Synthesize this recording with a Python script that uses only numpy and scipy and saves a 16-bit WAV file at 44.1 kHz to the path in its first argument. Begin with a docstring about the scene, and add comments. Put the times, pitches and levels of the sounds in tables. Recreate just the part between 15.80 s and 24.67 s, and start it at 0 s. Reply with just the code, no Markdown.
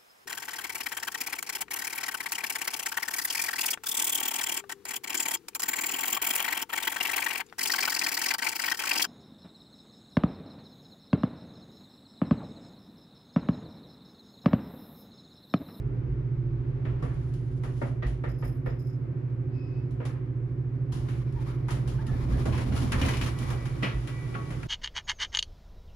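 """A fan's blade tone throbs against mains hum in a steel elevator car that slows and opens its door.
Sines make the hum; coloured noise makes the rumble, air and cloth; decaying sines make the floor's jolts.
Gear outside clacks and squeaks: short noises and ringing resonances, smeared by the steel walls.
The linkage creaks in sliding tones; rollers, rattle and scrape are noises that follow the door's speed.
Knocks and bangs ring the door panel's modes, and air noise enters from the landing."""
import sys
import numpy as np
from scipy import signal
from scipy.fft import rfft, irfft, next_fast_len
from scipy.io import wavfile
from scipy.ndimage import map_coordinates

SR = 44100
rng = np.random.default_rng(int(sys.argv[2]) if len(sys.argv) > 2 else 0)


def waveform_to_disk(signal):
    """Save audio, clipped to [-1, 1], as 16-bit WAV at the path in sys.argv[1]."""
    frames = np.transpose(np.atleast_2d(signal))
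    scaled = np.clip(frames, -1, 1) * 32767
    samples = np.round(scaled).astype(np.int16)
    wavfile.write(sys.argv[1], SR, samples)


N = 391166  # length in samples

# spectra of noises before levelling: hz [Hz], level_db [dB per Hz]
# deep rumble of the car and of the moving door
RUMBLE_SPECTRUM = [(10, -40), (27, -1), (38, -1.5), (55, 8), (66, 3), (82, -10), (105, -12.5), (150, -49.5),
                   (400, -130)]
# bright scrape, shared by ticks, cloth and hiss
BRIGHT_SPECTRUM = [(1500, -22), (2900, 10), (4000, 5.5), (5500, 2.5), (7000, 1.5), (9500, 2), (13400, -9),
                   (15500, -23.5)]
# hard contact of metal parts
CLACK_SPECTRUM = [(400, -16), (900, 4.5), (1250, 3.5), (1950, 2.5), (2600, 0), (3600, -6), (7000, -18)]
# air of the shaft and the landing
SHAFT_AIR_SPECTRUM = [(200, -7), (650, -6), (1300, -5), (2300, -13.5), (4500, -25), (9000, -43.5)]
# modes of the door panel: hz [Hz], level_db [dB], t60_s [s, when it rings freely]
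PANEL_MODES = [(1120, -2, .42), (1287, -9, .36), (1413, -1, .24), (1625, -4, .26), (1739, -10, .22),
               (1966, -4, .32), (2078, -10, .24), (2200, -8, .24), (2384, -4, .22), (2579, -4, .26),
               (2817, -10, .2), (2918, -2, .22), (3175, -5.5, .2), (3635, -13, .18), (4151, -10.5, .18),
               (5350, -13, .15)]
# the door unlocks, runs open and creeps to its stop: time_s [s], speed [share of full speed]
DOOR_MOTION = [(5.08, 0.013), (5.2, 0.12), (5.85, 0.075), (6.4, 0.41), (6.65, 0.78), (7.28, 1), (7.55, 0.4),
               (7.9, 0.19), (8.2, 0.04)]


def amp(db):
    """Decibels to gain."""
    return 10 ** (np.asarray(db) / 20)


def unit(x):
    """Scaled to rms 1."""
    return x / np.sqrt(np.mean(x ** 2) + 1e-20)


def along(points, hz):
    """(Hz, value) points joined on a log frequency axis."""
    f, v = np.transpose(points)
    return np.interp(np.log(hz + 1), np.log(f + 1), v)


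def curve(rows):
    """(s, value) points joined into one value per sample."""
    s, values = np.transpose(rows)
    return np.interp(np.arange(N) / SR, s, values)


def wobble(rate, size=N):
    """A smooth random curve, rate knots a second."""
    knots = rng.standard_normal(int(size * rate / SR) + 4)
    return map_coordinates(knots, [np.arange(size) * rate / SR])


def filtered(x, response):
    """x times a response of frequency."""
    n = x.shape[-1]
    m = next_fast_len(n + 8192)
    return irfft(rfft(x, m) * response(np.fft.rfftfreq(m, 1 / SR)), m)[..., :n]


def shape(spectrum):
    """The response of (Hz, dB) points."""
    return lambda hz: amp(along(spectrum, hz))


def resonances(modes):
    """Summed band resonances of (Hz, width Hz, dB), with alternating signs."""
    def response(f):
        total = 0
        for k, (centre, width, db) in enumerate(modes):
            damping = 1j * f * width
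            total = total + (-1) ** k * amp(db) * damping / (centre ** 2 - f ** 2 + damping)
        return total
    return response


def focus(centre_hz, fall_db=5):
    """Harder contacts put their force higher up: a hump that falls by fall_db an octave off centre."""
    return lambda hz: amp(-fall_db * np.log2((hz + 1) / centre_hz) ** 2)


def noise(response, size=N):
    """Coloured stereo noise of rms 1: alike in the bass, scattered by the steel walls higher up."""
    # left-right likeness by frequency: hz [Hz], likeness [correlation]
    likeness = [(60, 0.94), (150, 0.92), (300, 0.63), (550, 0.012), (1500, 0.028), (3000, 0.065),
                (6000, 0.052)]

    def spread(hz):
        turn = np.arccos(np.clip(along(likeness, hz), -1, 1)) / 2
        return response(hz) * np.array([np.cos(turn), np.sin(turn)])

    mid, side = filtered(rng.standard_normal((2, size)), spread)
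    return unit(np.array([mid + side, mid - side]))


def add(track, s, sound):
    """Mix a sound into a track at a time in seconds."""
    part = track[:, round(s * SR):][:, :sound.shape[-1]]
    part += sound[..., :part.shape[-1]]


def fade(t, attack, t60):
    """A quick rise and an exponential decay."""
    return (1 - np.exp(-t / attack)) * amp(-60 * t / t60)


def swell(s, length):
    """A smooth rise and fall around a moment, at half gain half a length away."""
    return 1 / (1 + (2 * (np.arange(N) / SR - s) / length) ** 4)


def swells(rows):
    """The summed gain of (s, length s, dB) swells."""
    return sum(amp(db) * swell(s, length) for s, length, db in rows)


def held(start, rise, hold, t60, db):
    """Gain of a sound that rises, holds and dies away (times in seconds)."""
    t = np.arange(N) / SR - start
    return np.clip(t / rise, 0, 1) * amp(db - 60 * np.maximum(t - rise - hold, 0) / t60)


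def driven(speed, db, power):
    """Gain of a noise that grows as a power of speed, db at full speed."""
    return amp(db) * np.maximum(speed, 0) ** power


def blow(t, centre_hz, body_db, tick_db, body_spectrum, t60):
    """One contact smeared by the small steel car: dull body, hard clack and bright tick."""
    hard = lambda hz: shape(CLACK_SPECTRUM)(hz) * focus(centre_hz, fall_db=3.5)(hz)
    body = amp(body_db) * noise(shape(body_spectrum), size=len(t)) * fade(t, attack=.0011, t60=.46)
    clack = amp(1.5) * noise(hard, size=len(t))
    tick = amp(tick_db + 6.5) * noise(shape(BRIGHT_SPECTRUM), size=len(t))
    # the first reflections crowd together, then the car rings on; the tick dies sooner
    crowded = 0.12 * fade(t, attack=.0005, t60=.022)
    clack_fade = fade(t, attack=.00079, t60=t60) + crowded
    return body + clack * clack_fade + tick * fade(t, attack=.00071, t60=0.76 * t60)


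def rubbing(t, length, modes):
    """Uneven friction feeds resonances for a moment; the sound then dies in the car."""
    hold = np.minimum(t / .008, 1) * amp(-60 * np.maximum(t - length * 0.13, 0) / .37)
    slips = unit(amp(3 * wobble(110, size=len(t))))  # friction sticks and slips unevenly
    return hold * slips * noise(resonances(modes), size=len(t))


def glide(length, from_hz, to_hz, overtone_db, rough):
    """A stick-slip tone that slides in pitch with a jittering phase, smeared by the car; level about 1."""
    t = np.arange(round(length * SR)) / SR
    pitch_hz = from_hz + (to_hz - from_hz) * t / length
    phase = 2 * np.pi * np.cumsum(pitch_hz) / SR + rough * wobble(110, size=len(t))
    slip = np.sqrt(np.sin(np.pi * t / length)) * (np.sin(phase) + amp(overtone_db) * np.sin(2 * phase))
    after = np.arange(SR // 3) / SR
    walls = rng.standard_normal((2, len(after))) * amp(-60 * after / 0.38)  # the car's t60 in s
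    walls[:, 0] = np.linalg.norm(walls, axis=1)  # the direct sound is as strong as its echoes
    heard = signal.fftconvolve(slip[None], walls, axes=1)
    return heard * np.sqrt(len(t) / np.sum(np.mean(heard ** 2, axis=0)))


def tone(hz, wander, rough):
    """A thin, wavering stereo tone of rms 1 whose phase wanders slowly and jitters fast (radians)."""
    phase = 2 * np.pi * hz * np.arange(N) / SR + wander * wobble(13)
    jitter = rough * np.array([wobble(90), wobble(90)])
    return unit(amp(1.6 * wobble(26)) * np.sin(phase + jitter))


def chatter(rate):
    """The loose panel taps at random moments and rings briefly, damped by its guides; rms 1."""
    taps = (rng.random(N) < rate / SR) * amp(rng.normal(0, 2, (2, N)))
    damped = resonances([(hz, 10 / t60, db) for hz, db, t60 in PANEL_MODES])
    return unit(filtered(taps, damped))


def opening():
    """Share of its travel that the door has covered."""
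    travel = np.cumsum(curve(DOOR_MOTION))
    return travel / travel[-1]


def hum():
    """Ten fan blades sound just above the mains hum and throb with it; weaker tones change with the tilt."""
    # turning speed of the fan shaft: time_s [s], speed [turns per second]
    shaft_speed = [(0, 13.6), (.5, 13.41), (1, 13.375), (2, 13.355), (3, 13.332), (5, 13.323), (6, 13.298),
                   (8.87, 13.274)]
    # weaker fan tones, which stand as waves in the car:
    # order [multiple of the shaft speed], upright_db [dB, microphone upright], tipped_db [dB, tipped down]
    fan_tones = [(12, -60, -56), (19, -54.5, -63.5), (20, -59.5, -49.5), (23, -60, -61), (24, -57, -55.5),
                 (26, -49, -54.5), (27, -62.5, -51), (28, -65, -51), (30, -51, -57.5)]
    # hum at the microphone, which leaves the car at the end: time_s [s], level_db [relative dB]
    hum_level = [(0, -0.5), (.5, 1.7), (1.9, -0.9), (3, -1.5), (5, 0.5), (6.8, 0.4), (7.5, -0.5),
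                 (8.3, -2.5), (8.87, -7.5)]
    # the microphone tips towards the floor and back: time_s [s], tilt [share]
    microphone_tilt = [(1, 0.13), (1.7, 1), (4.4, 1), (5.3, 0.15)]
    mains_hz, mains_db, blade_db = 119.895, -30, -32.5

    level_db, tilt = curve(hum_level), curve(microphone_tilt)
    shaft = 2 * np.pi * np.cumsum(curve(shaft_speed)) / SR
    mains_gain = amp(mains_db + level_db + 0.21 * wobble(3.1))
    out = mains_gain * np.sin(2 * np.pi * mains_hz * np.arange(N) / SR)
    out += amp(blade_db + level_db + 0.5 * wobble(6)) * np.sin(10 * shaft)
    for order, upright_db, tipped_db in fan_tones:
        tone_db = upright_db + (tipped_db - upright_db) * tilt + level_db + 2 * wobble(4)
        out += amp(tone_db) * np.sin(order * shaft + .5 * wobble(4))
    return out


def ride():
    """Fan air as gently wavering noise, rumble and rush that follow the car's speed, and floor jolts."""
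    # the car's rush grows a little, falls to a halt, then a slow creep remains:
    # time_s [s], speed [share of full speed]
    car_motion = [(0, 0.78), (1.3, 1), (2.6, 0.31), (3.5, 0), (4.2, 0.17)]
    # jolts of the car floor, bouncing on its springs: start_s [s], level_db [dB, before the fade]
    floor_jolts = [(0.281, -21), (2.03, -33), (2.253, -17), (2.469, -24.5), (2.634, -24), (2.873, -26),
                   (5.539, -25), (8.14, -20.5), (8.719, -27.5)]
    # fan air inside the car: hz [Hz], level_db [dB per Hz, before levelling]
    fan_air = [(40, -29.5), (80, -11), (105, -11.5), (135, -6), (162, -10.5), (195, -28), (235, -19.5),
               (370, -17.5), (430, -29), (500, -26), (650, -37.5), (1300, -41.5), (2250, -47.5),
               (3500, -63.5), (6000, -75), (15000, -89)]
    air_db, idle_rumble_db, jolt_hz = -39, -55.5, 52

    speed = curve(car_motion)
    out = amp(air_db + 1.52 * wobble(3.268)) * noise(shape(fan_air))
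    rumble_gain = np.hypot(amp(idle_rumble_db), driven(speed, db=-38.5, power=1.4))
    out += rumble_gain * amp(1.2 * wobble(7.3)) * noise(shape(RUMBLE_SPECTRUM))
    out += driven(speed, db=-60, power=3.4) * noise(shape(SHAFT_AIR_SPECTRUM))
    t = np.arange(SR) / SR
    for s, db in floor_jolts:
        add(out, s, amp(db) * np.sin(2 * np.pi * jolt_hz * t) * fade(t, attack=.013, t60=.31))
    return out


def clothes():
    """Faint rubbing of cloth: bright noise whose level flickers finely."""
    # rubs of clothing: peak_s [s], length_s [s], level_db [dB]
    rustles = [(1.485, 0.52, -71.5), (1.997, 0.27, -67), (5.35, 0.14, -66.5)]
    floor_db = -96  # cloth between the rubs
    rubs = amp(floor_db) + swells(rustles)
    grain = unit(amp(1.2 * wobble(500)))
    return rubs * amp(2.2 * wobble(44)) * grain * noise(shape(BRIGHT_SPECTRUM))


def gear():
    """Hollow clacks, each with its own main resonance, a slide, a rub and thin squeaks as the car levels."""
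    # clacks outside the car: start_s [s], level_db [dB, before a 10 dB cut], centre_hz [Hz],
    # body_db, tick_db, ring_db [relative dB], hollow_hz [Hz], hollow_db [relative dB], t60_s [s, of the clack]
    clacks = [(1.051, -38, 1400, 5, -30, -8, 627, -9, 0.43),
              (1.224, -38.5, 1100, 12, -17, -1.5, 1136, 0, 0.53),
              (1.835, -38, 1030, 5.5, -14.5, -3, 418, -9, 0.44),
              (2.015, -36, 1150, 12.5, -21.5, 6.5, 580, 9.5, 0.45),
              (2.223, -35, 1750, 6.5, -33, 2.5, 1920, 2, 0.35),
              (2.264, -45.5, 1820, 1, -8, -8, 520, -10, 0.54),
              (2.437, -38.5, 1580, 10, -25, 8, 466, 11, 0.4),
              (2.624, -41.5, 1500, 11, -35, 5.5, 473, 1, 0.42),
              (2.86, -38, 1320, 8.5, -36, 5, 487, 11, 0.4),
              (4.201, -39.5, 1000, 8, -34, -8, 507, -0.5, 0.98),
              (4.252, -41, 1520, 5, -5.5, -5, 1206, -7, 0.33),
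              (5.121, -42, 725, -7, -5, -12, 1240, -11, 0.7),
              (5.285, -41, 1800, -5, -13.5, -8, 1530, -11, 0.56),
              (5.883, -33.5, 1300, -15, -15, -6, 935, -4.5, 0.47),
              (5.905, -38, 1136, 7.5, -3.5, 1, 1220, -6, 0.45),
              (6.075, -44.5, 830, 8, -1.5, 1, 504, 0, 0.47)]
    # dull body of a clack: hz [Hz], level_db [dB per Hz, before levelling]
    clack_body = [(100, -40.5), (230, 3.5), (350, -4.5), (490, -2), (620, -6), (800, -10), (1300, -45.5),
                  (2500, -85)]
    # squeaks of the guides: start_s [s], length_s [s, 13 % of it held],
    # squeal_db [dB], chirp_db [dB], chirp_hz [Hz]
    squeaks = [(2.483, .06, -66, -64, 12000), (2.583, .04, -65, -63, 11700),
               (2.638, 0.056, -62.5, -51.5, 12100), (2.855, .04, -64.5, -63.5, 12100),
               (2.987, 0.06, -65.5, -62.5, 12300), (3.062, 0.1, -67, -65, 12100)]
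    # sliding squeals: start_s [s], length_s [s], from_hz [Hz], to_hz [Hz], level_db [dB]
    squeals = [(3.73, .18, 2575, 2540, -65), (3.87, .17, 2540, 2580, -68)]
    # resonances of the clacks, the squeal, the chirp besides its main pitch, and the long rub:
    # hz [Hz], width_hz [Hz], level_db [relative dB]
    gear_modes = [(930, 50, 3), (1228, 71, 1.5), (1373, 51, 1), (1820, 130, 1.5), (2220, 99, -4.5),
                  (3040, 44, -21)]
    squeal_modes = [(5120, 160, 5), (7100, 230, -7)]
    chirp_modes = [(8800, 250, -5), (11500, 280, -8), (13250, 200, -10)]
    rub_modes = [(2470, 130, 1.5), (4860, 450, -8)]
    direct_db, hollow_direct_db = -6.5, 5.5  # first ring of the gear modes and of the main resonance

    rub = held(start=3.69, rise=.064, hold=.25, t60=.38, db=-69.5)
    out = rub * amp(1.2 * wobble(26)) * noise(resonances(rub_modes))
    # the gear slides on after its first clacks
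    slide = held(start=1.05, rise=.23, hold=.045, t60=.73, db=-57)
    out += slide * noise(lambda hz: shape(CLACK_SPECTRUM)(hz) * shape(SHAFT_AIR_SPECTRUM)(hz))

    t = np.arange(SR // 2) / SR
    for s, db, centre_hz, body_db, tick_db, ring_db, hollow_hz, hollow_db, t60 in clacks:
        modes = [(hz, ring_db + level + direct_db) for hz, _, level in gear_modes]
        modes.append((hollow_hz, hollow_db + hollow_direct_db))
        direct = 0
        for hz, level in modes:
            strength = amp(level + rng.normal(0, 2))
            direct += strength * np.sin(2 * np.pi * (hz * rng.normal(1, .02) * t + rng.random()))
        ring_response = lambda hz: resonances(gear_modes)(hz) * focus(centre_hz)(hz)
        hollow_response = lambda hz: resonances([(hollow_hz, 110, 0)])(hz) ** 2
        ring = amp(ring_db) * noise(ring_response, size=len(t))
        hollow = amp(hollow_db) * noise(hollow_response, size=len(t))
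        first_ring = direct * fade(t, attack=.003, t60=.08)
        late_ring = (ring + hollow) * fade(t, attack=.00056, t60=0.66 * t60)
        contact = blow(t, centre_hz, body_db, tick_db, clack_body, t60)
        add(out, s, amp(db - 10) * (contact + first_ring + late_ring))

    for s, length, squeal_db, chirp_db, chirp_hz in squeaks:
        squeal = amp(squeal_db) * rubbing(t, length, squeal_modes)
        chirp = amp(chirp_db) * rubbing(t, length, chirp_modes + [(chirp_hz, 180, 8.5)])
        add(out, s, squeal + chirp)
    for s, length, from_hz, to_hz, db in squeals:
        add(out, s, amp(db) * glide(length, from_hz, to_hz, overtone_db=-13, rough=.47))
    return out


def ticks():
    """A sharp direct click near the microphone, then the weaker answer of the steel walls."""
    # sharp ticks: start_s [s], level_db [dB, of the click]
    sharp_ticks = [(1.539, -54), (4.109, -60.5), (5.524, -60.5), (6.267, -47), (7.262, -37), (7.588, -40.5),
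                   (7.703, -40.5), (8.274, -45)]
    click_t60, echo_db = .014, -7.5  # s, dB
    out, t = np.zeros((2, N)), np.arange(SR // 4) / SR
    for s, db in sharp_ticks:
        envelope = amp(-60 * t / click_t60) + amp(echo_db) * fade(t, attack=.002, t60=.28)
        add(out, s, amp(db) * noise(shape(BRIGHT_SPECTRUM), size=len(t)) * envelope)
    return out


def door_rolling():
    """The linkage creaks, rollers rumble on the track and rattle the panel; the rubbed door panel sings."""
    # creaks of the linkage: start_s [s], length_s [s], from_hz [Hz], to_hz [Hz], level_db [dB]
    creaks = [(5.548, 0.071, 958, 853, -52), (5.658, 0.057, 1080, 1470, -53.5),
              (6.181, .025, 1445, 1710, -52.5), (6.187, 0.024, 917, 860, -49),
              (6.265, 0.056, 1900, 1650, -53), (6.28, 0.027, 1403, 1270, -53.5),
              (6.53, .035, 1594, 1720, -52), (6.726, 0.028, 1025, 940, -44)]
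    # the door drags on its guides: peak_s [s], length_s [s], hiss_db [dB], rattle_db [dB]
    drags = [(5.667, 0.17, -66, -56.5), (6.992, 0.096, -49.5, -55), (7.28, 0.19, -52.5, -42.5),
             (7.454, 0.073, -51, -53), (7.678, 0.16, -56.5, -50)]
    # spells of the door panel singing as it rubs and creeps: peak_s [s], length_s [s], level_db [dB]
    singing_spells = [(7.705, 0.64, -55), (8.39, 0.2, -53), (8.64, 0.26, -56)]
    # tones of the singing panel: hz [Hz], level_db [relative dB]
    singing_tones = [(1130, -3), (1956, 0), (2268, -4), (2372, -4.5)]
    # rollers and track rattle: hz [Hz], level_db [dB per Hz, before levelling]
    roller_spectrum = [(20, -30.5), (32, -12.5), (60, -7), (81, 13.5), (98, -3), (150, -2), (250, 1.5),
                       (350, -11.5), (500, -15.5), (800, -19), (1500, -58.5), (3000, -130)]
    track_spectrum = [(300, -9.5), (500, 4.5), (720, -4), (1040, 5), (1490, -3.5), (1980, -4), (2400, -4),
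                      (2900, -22), (3500, -13), (5000, -18.5), (7000, -29.5)]
    recede_db = 4  # the rollers move away from the microphone over the door's travel
    chatter_db = -15.5  # the panel's taps relative to the track rattle

    speed = curve(DOOR_MOTION)
    bumps = amp(2.2 * wobble(45))
    shaking = driven(speed, db=-47.5, power=.6) + swells([(s, length, db) for s, length, _, db in drags])
    scraping = driven(speed, db=-55.5, power=1.4) + swells([(s, length, db) for s, length, db, _ in drags])
    rumble = driven(speed, db=-30, power=.53) * noise(shape(RUMBLE_SPECTRUM))
    roller_gain = driven(speed, db=-29.5, power=.81) * amp(3.1 * wobble(20))
    rollers = roller_gain * noise(shape(roller_spectrum))
    rattle = shaking * (bumps * noise(shape(track_spectrum)) + amp(chatter_db) * chatter(rate=80))
    scrape = scraping * bumps * amp(1.1 * wobble(270)) * noise(shape(BRIGHT_SPECTRUM))
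    singing = unit(sum(amp(db) * tone(hz, wander=1.25, rough=.9) for hz, db in singing_tones))
    out = amp(-recede_db * opening()) * (rumble + rollers) + rattle + scrape
    out += swells(singing_spells) * singing
    for s, length, from_hz, to_hz, db in creaks:
        add(out, s, amp(db) * glide(length, from_hz, to_hz, overtone_db=-18, rough=1.25))
    return out


def landing():
    """Air noise from the landing comes in as the doorway widens."""
    air = amp(-53) * noise(shape(SHAFT_AIR_SPECTRUM))
    hiss = amp(-60) * noise(shape(BRIGHT_SPECTRUM))
    return opening() * (air + hiss)


def door_knocks():
    """Every knock on the track rings the panel's modes around its centre pitch, at new strengths."""
    # knocks of the door: start_s [s], level_db [dB, before an 11.5 dB cut], centre_hz [Hz],
    # body_db, tick_db, ring_db [relative dB], narrow_db [dB drop an octave off centre], t60_s [s]
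    knocks = [(6.654, -30.5, 1050, 11.5, -11, -4, 17, 0.35), (6.723, -36.5, 2740, -11, -14, -3, 20, 0.7),
              (6.778, -30.5, 1660, 4, -13, -8, 15, 0.31), (6.92, -40, 2200, -6, -22, 1.5, -1, 0.41),
              (6.963, -35, 1060, -12, -13, 3.5, 5, 0.36), (7.119, -22.5, 1790, -11, -8, -5, 17, 0.18),
              (7.129, -22.5, 1400, -1, -28, -10, 30, 0.24), (7.18, -31.5, 950, 3, -22, -4, 30, 0.35),
              (7.214, -24.5, 2950, -3, -8.5, 5, 150, 0.13), (7.224, -29, 2300, 2, -21, 6, 120, 0.23),
              (7.251, -28.5, 2780, 4.5, -12, 0, 50, 0.24), (7.284, -29.5, 2150, -3, -4.5, 8.5, 31, 0.18),
              (7.336, -30.5, 2600, -13, -11, 2, 40, .2), (7.368, -33.5, 2900, -17, -5.5, -1, 18, 0.26),
              (7.412, -25, 2750, -20, -12, -0.5, 20, 0.18), (7.461, -28.5, 1330, -2, -9.5, -11, 10, 0.29),
              (7.703, -31, 800, 6, -25, -12, 10, 0.36), (7.854, -34, 1100, -15, -10.5, -13, 7, 0.27),
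              (8.024, -25.5, 1470, 7, -20, -5, 9, 0.41), (8.03, -23.5, 2500, -12, -26, 1.5, 6, 0.39),
              (8.274, -34.5, 1974, 1, -16, -6, 12, 0.28), (8.541, -40, 2280, -4, -24, 5, 30, .16),
              (8.547, -33, 1400, 4, -30, 11, 100, 0.2), (8.552, -35, 1080, -6, -22, 10.5, 120, 0.28),
              (8.704, -35.5, 1150, 5, -14, -15, 17, 0.42), (8.83, -33.5, 1900, 0, -11, 2.5, 16, 0.074)]
    # dull boom of the door: hz [Hz], level_db [dB per Hz, before levelling]
    door_boom = [(100, -29), (190, 3), (280, -2.5), (400, -4.5), (520, -6.5), (800, -13), (1300, -34),
                 (2500, -80)]
    detune = .0045  # the modes shift as the panel moves along the track
    free_t60 = 0.3  # s; a knock this long rings the panel freely, the guides damp shorter ones

    out, t = np.zeros((2, N)), np.arange(SR // 2) / SR
    for s, db, centre_hz, body_db, tick_db, ring_db, narrow_db, knock_t60 in knocks:
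        ring = np.zeros((2, len(t)))
        for hz, level, mode_t60 in PANEL_MODES:
            strength = amp(level + rng.normal(0, 2, (2, 1))) * focus(centre_hz, fall_db=narrow_db)(hz)
            phase = 2 * np.pi * rng.random() + rng.normal(0, 1.0, (2, 1))
            wave = np.sin(2 * np.pi * hz * rng.normal(1, detune) * t + phase)
            ring += strength * wave * fade(t, attack=.0011, t60=mode_t60 * knock_t60 / free_t60)
        contact = blow(t, centre_hz, body_db, tick_db, door_boom, knock_t60)
        add(out, s, amp(db - 11.5) * (contact + amp(ring_db) * ring))
    return out


def scene():
    """All sources; the car's standing waves favour one side or the other by frequency."""
    # balance of the sides: hz [Hz], lean_db [dB, left minus right]
    side_lean = [(30, 0), (120, -3.5), (280, -2.5), (500, -1.5), (750, 6), (1200, 0.5), (2500, 1),
                 (4000, 4.5), (5500, 10), (7800, 1.5)]
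    car = hum() + ride() + clothes() + gear() + ticks() + door_rolling() + landing() + door_knocks()
    return filtered(car, lambda hz: amp(along(side_lean, hz) * np.array([[.5], [-.5]])))


def record(dry):
    """The left side's top octave feeds both sides, its phase turned opposite ways; the band is limited."""
    split_hz, top_hz = 7600, 15600
    opposed_hz, turn_hz = 8450, 3750  # where the sides oppose, and the span of half a turn per side
    below = lambda hz, edge_hz: .5 - .5 * np.tanh((hz - edge_hz) / 60)
    shift = lambda hz: np.pi * (.5 + (hz - opposed_hz) / turn_hz) * np.array([[1], [-1]])
    top = filtered(dry[0], lambda hz: (1 - below(hz, split_hz)) * np.exp(1j * shift(hz)))
    low = filtered(dry, lambda hz: below(hz, split_hz))
    return filtered(low + top, lambda hz: below(hz, top_hz))


dry = scene()
out = record(dry)
waveform_to_disk(out)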